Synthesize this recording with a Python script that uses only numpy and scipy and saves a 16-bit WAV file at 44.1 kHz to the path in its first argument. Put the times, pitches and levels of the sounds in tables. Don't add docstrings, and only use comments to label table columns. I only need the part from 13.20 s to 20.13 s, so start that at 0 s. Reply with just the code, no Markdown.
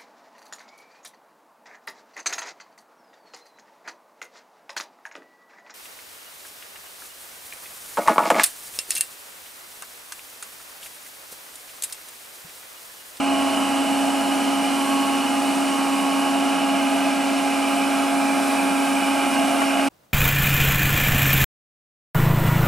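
import sys
import numpy as np
from scipy import signal
from scipy.fft import rfft, irfft
from scipy.io import wavfile
from scipy.ndimage import uniform_filter1d

SR = 44100
rng = np.random.default_rng(int(sys.argv[2]) if len(sys.argv) > 2 else 0)


def waveform_to_disk(signal):
    frames = np.transpose(np.atleast_2d(signal))
    scaled = np.clip(frames, -1, 1) * 32767
    samples = np.round(scaled).astype(np.int16)
    wavfile.write(sys.argv[1], SR, samples)


N = 305613

# pitch_hz, relative level_db (per Hz)
ROOM_COLOUR = [(18, -38), (30, -8), (163, -6), (320, -8), (394, -12), (597, -7), (645, -9), (2130, -20),
               (3880, -22), (13900, -27), (15000, -23)]
# pitch_hz, side_minus_mid_db
ROOM_SIDE = [(30, -20), (700, 1), (7000, -7), (10500, -12), (11500, -30), (16000, -30)]
# start_s, peak level_db at the left port
TAPS = [(4.78, -24), (6.4035, -18), (6.418, -10), (6.498, -19), (6.594, -15), (6.836, -52)]
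# pitch_hz, relative level_db, t60_s
CASE_MODES = [(1130, 0, .04), (1500, -3, .022), (1850, 1, .018), (2900, -7, .012), (3600, -9, .01)]
# pitch_hz, relative level_db (per Hz)
RUSH_COLOUR = [(25, -33), (60, -26), (110, -18), (160, -9), (200, 9), (450, 4.5), (900, 7), (1750, -2),
               (2600, -0.5), (3400, -5.5), (4000, -4.5), (7000, -8.5), (9000, -3.5), (11000, -8),
               (15600, -25.5)]
# pitch_hz, side_minus_mid_db
RUSH_SIDE = [(30, -1), (110, 11), (200, -10.5), (1800, -6), (3500, -8.5), (7000, -13), (9500, -14.5),
             (11000, -43), (16000, -45)]
# delay_s, level_db, sway_s
BOUNCES = [(.0011, -17, .00006), (.0023, -16, .00007), (.0047, -15, .00007), (.0083, -15, .00008)]
# start_s, end_s, change_db, ramp_s
SHEEN_DIP = [(2.9, 4.6, -1.7, 0.35)]
# pitch_hz, width_hz, relative level_db at the top (per Hz),
# facing_db gained when the head faces the ports
LOW_HOLLOWS = [(191.6, 23.6, -7, 1.5), (267.4, 68, -0.5, -1.5), (352.6, 19, -7.5, -3), (680, 100, -0.5, 2),
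               (780, 160, -10, 1)]
MIDDLE_HOLLOWS = [(932, 70, 2.5, 1.5), (1030, 91, 2, -2.5), (1234, 190, 3, 1.5), (1376, 87, -1, 5.5),
                  (1568, 126, -1, 5.5)]
HIGH_HOLLOWS = [(1940, 66, -7.5, 0), (2113, 100, -5, 4), (2381, 166, -2.5, 7), (2564, 99, -2, 4)]
RIM_HOLLOWS = [(2803, 177, 1, 0.25), (2938, 127, 5.5, 0.32), (3040, 120, -0.5, 1)]
TOP_HOLLOWS = [(3300, 120, -16, 22), (3480, 70, 0, 8), (3870, 99, -0.5, 4), (4403, 160, 4, -8),
               (5200, 190, 0, 5), (5420, 46, 2.5, 5), (6010, 140, 3.5, 0.5), (6990, 60, 4, 0),
               (7100, 100, -6, -2), (7980, 330, 4, -0.5)]
# start_s, end_s, change_db, ramp_s
LOW_SWELL = [(5.9, 6.45, 2.5, 0.18)]
# start_s, end_s, change_db, ramp_s
RIM_DIPS = [(2.0, 2.5, -2.5, 0.22), (3.6, 5.2, -2, 0.45), (4.6, 5.95, -7, .5)]
# time_s, facing (0 turned aside, 1 upright and facing the ports)
HEAD = [(0, 0.2), (2.4, 0.038), (3.2, .55), (4.2, 0.63), (5.7, 1), (6.68, 0.88)]
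# multiple, rms level_db with the head aside, facing_db gained
WHINE_LINES = [(1, -23.5, .3), (2, -40.5, 3), (3, -30.5, 1), (4, -46, 2.5), (6, -47.5, 4.5)]
# multiple, rms level_db
UPPER_LINES = [(5, -48), (8, -50), (12, -58), (15, -60), (16, -59), (17, -62), (19, -60), (22, -64),
               (25, -65), (26, -65), (32, -64), (35, -62), (38, -61)]
# start_s, end_s, rise_db
SINGING = [(-.1, .7, 7.5), (1.48, 2.103, 13.5), (2.384, 3.21, 11.5), (2.998, 3.7, 7), (4.9, 7, 5)]
# pitch_hz, lead_rad
PORT_PHASE = [(0, 0), (260, 0.71), (690, 0.65), (1120, 0), (1720, 0.74), (2150, 0), (3010, 0.43),
              (3270, 0.38), (3620, 0.3), (5430, 0), (7240, 0.84), (10700, 0.0), (15200, -0.0)]
# pitch_hz, left_minus_right_db
PORT_BALANCE = [(60, 0.0), (110, -1), (200, 3.5), (380, -4.5), (700, -1.5), (1290, -5), (2380, -2.5),
                (4400, -2.5), (8120, 0.0), (15000, -4)]

ROOM_DB, ROOM_RISE_S = -59.5, .022
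CUT_S, CUT_FADE_S = 6.690, .011
MAINS_HZ, MAINS_DB = 119.6, -62
DRONE_HZ, DRONE_DB, DRONE_END_S, DRONE_RAMP_S = 69.5, -57.5, .7, 0.22
SHEEN_HZ, SHEEN_FACING_DB = 7450, 1
HISS_DB = -29.5
OPENING_DB, OPENING_S = -2.5, .2
LOW_DB, MIDDLE_DB, HIGH_DB, RIM_DB, TOP_DB = -29, -33.5, -35, -34, -42
SHAFT_HZ, SINGING_RAMP_S = 275.62, 0.18
BASS_CUT_HZ, TOP_HZ = 37, 15760


def undb(db):
    return 10 ** (np.asarray(db) / 20)


def level(x, db):
    return x * undb(db) / np.sqrt(np.mean(x ** 2))


def bins():
    return np.arange(N // 2 + 1) * SR / N + 1e-3


def along(table):
    hz, value = np.transpose(table)
    return np.interp(np.log(bins()), np.log(np.maximum(hz, 1)), value)


def curves(table):
    s, *columns = np.transpose(table)
    return [np.interp(np.arange(N) / SR, s, column) for column in columns]


def spell(start, end, ramp):
    t = np.arange(N) / SR
    return np.sin(np.pi / 2 * np.clip(np.minimum(t - start, end - t) / ramp, 0, 1)) ** 2


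def spells(rows):
    return sum(db * spell(start, end, ramp) for start, end, db, ramp in rows)


def walk(rate):
    hold = int(SR / rate)
    steps = np.repeat(rng.standard_normal(N // hold + 1), hold)
    return 1.43 * uniform_filter1d(uniform_filter1d(steps, hold), hold)[:N]


def noise(gain):
    return irfft(gain * rfft(rng.standard_normal(N)), N)


def spread(gain, side_gain):
    return noise(gain) + noise(gain * side_gain) * np.array([[1], [-1]])


def ports(x):
    half = undb(along(PORT_BALANCE) / 2) * np.exp(.5j * along(PORT_PHASE))
    return irfft(rfft(x) * np.array([half, 1 / half]), N)


def quiet_room():
    room = level(spread(undb(along(ROOM_COLOUR)), undb(along(ROOM_SIDE))), ROOM_DB)
    return undb(1.2 * walk(30)) * room


def taps():
    out, t = np.zeros((2, N)), np.arange(2000) / SR
    for s, db in TAPS:
        knock = 0
        for hz, mode_db, t60 in CASE_MODES:
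            ring = np.sin(2 * np.pi * (hz * t + rng.random()))
            knock = knock + undb(mode_db) * ring * undb(-60 * t / t60)
        knock = knock * (1 - np.exp(-t / .001))
        knock = undb(db) * knock / np.abs(knock).max()
        start = int(s * SR)
        out[:, start:start + len(t)] += knock * np.array([[1], [-.2]])
    return out


def hums():
    t = np.arange(N) / SR
    mains = undb(MAINS_DB + 2 * walk(3.25)) * np.sin(2 * np.pi * MAINS_HZ * t)
    drone_gain = undb(DRONE_DB) * spell(-0.084, DRONE_END_S, DRONE_RAMP_S)
    drone = drone_gain * np.sin(2 * np.pi * DRONE_HZ * t + .5 * walk(4))
    return np.sqrt(2) * (mains + drone)


def bounced(x):
    i = np.arange(N)
    out = x
    for delay, db, sway in BOUNCES:
        late = i - SR * (delay + sway * walk(1.2))
        out = out + undb(db) * np.array([np.interp(late, i, channel) for channel in x])
    return out


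def rush(head):
    gain, side = undb(along(RUSH_COLOUR)), undb(along(RUSH_SIDE))
    top = 1 / (1 + (SHEEN_HZ / bins()) ** 8)
    body = spread(gain * np.sqrt(1 - top), side)
    sheen = spread(gain * np.sqrt(top), side)
    sheen_db = SHEEN_FACING_DB * head + spells(SHEEN_DIP) + .5 * walk(6)
    hiss = level(bounced(body + undb(sheen_db) * sheen), HISS_DB)
    opening_db = OPENING_DB * np.exp(-np.arange(N) / SR / OPENING_S)
    return undb(opening_db + 0.28 * walk(8)) * hiss


def ringing(modes, head):
    out = 0
    for hz, width, db, facing_db in modes:
        shape = 1 / (1 + (2 * (bins() - hz) / width) ** 2)
        out = out + undb(db + facing_db * head + 1.1 * walk(3)) * noise(shape)
    return level(out, 0)


def hollows(head):
    low = undb(LOW_DB + spells(LOW_SWELL)) * ringing(LOW_HOLLOWS, head)
    middle = undb(MIDDLE_DB) * ringing(MIDDLE_HOLLOWS, head)
    high = undb(HIGH_DB) * ringing(HIGH_HOLLOWS, head)
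    rim = undb(RIM_DB + spells(RIM_DIPS)) * ringing(RIM_HOLLOWS, head)
    top = undb(TOP_DB) * ringing(TOP_HOLLOWS, head)
    return low + middle + high + rim + top


def whine(head):
    turn = 2 * np.pi * SHAFT_HZ * np.arange(N) / SR + 0.056 * walk(12)
    singing_db = np.max([db * spell(start, end, SINGING_RAMP_S) for start, end, db in SINGING], axis=0)
    lines = list(UPPER_LINES)
    for multiple, db, facing_db in WHINE_LINES:
        lines.append((multiple, db + facing_db * head + (multiple == 4) * singing_db))
    out = 0
    for multiple, db in lines:
        flutter_db = 0.35 * np.sqrt(multiple) * walk(15)
        tone = np.sin(multiple * turn + 2 * np.pi * rng.random())
        out = out + np.sqrt(2) * undb(db + flutter_db) * tone
    return out


def dryer():
    head = curves(HEAD)[0]
    return ports(hollows(head) + whine(head) + hums()) + rush(head)


def scene():
    t = np.arange(N) / SR
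    running = np.sin(np.pi / 2 * np.clip((CUT_S - t) / CUT_FADE_S, 0, 1)) ** 2
    quiet = np.clip((t - CUT_S) / ROOM_RISE_S + .25, 0, 1)
    return quiet * quiet_room() + taps() + running * dryer()


def record(dry):
    bass_cut = signal.butter(2, BASS_CUT_HZ, "highpass", fs=SR, output="sos")
    top_cut = signal.ellip(14, .3, 60, TOP_HZ, fs=SR, output="sos")
    return signal.sosfilt(top_cut, signal.sosfilt(bass_cut, dry))


dry = scene()
out = record(dry)
waveform_to_disk(out)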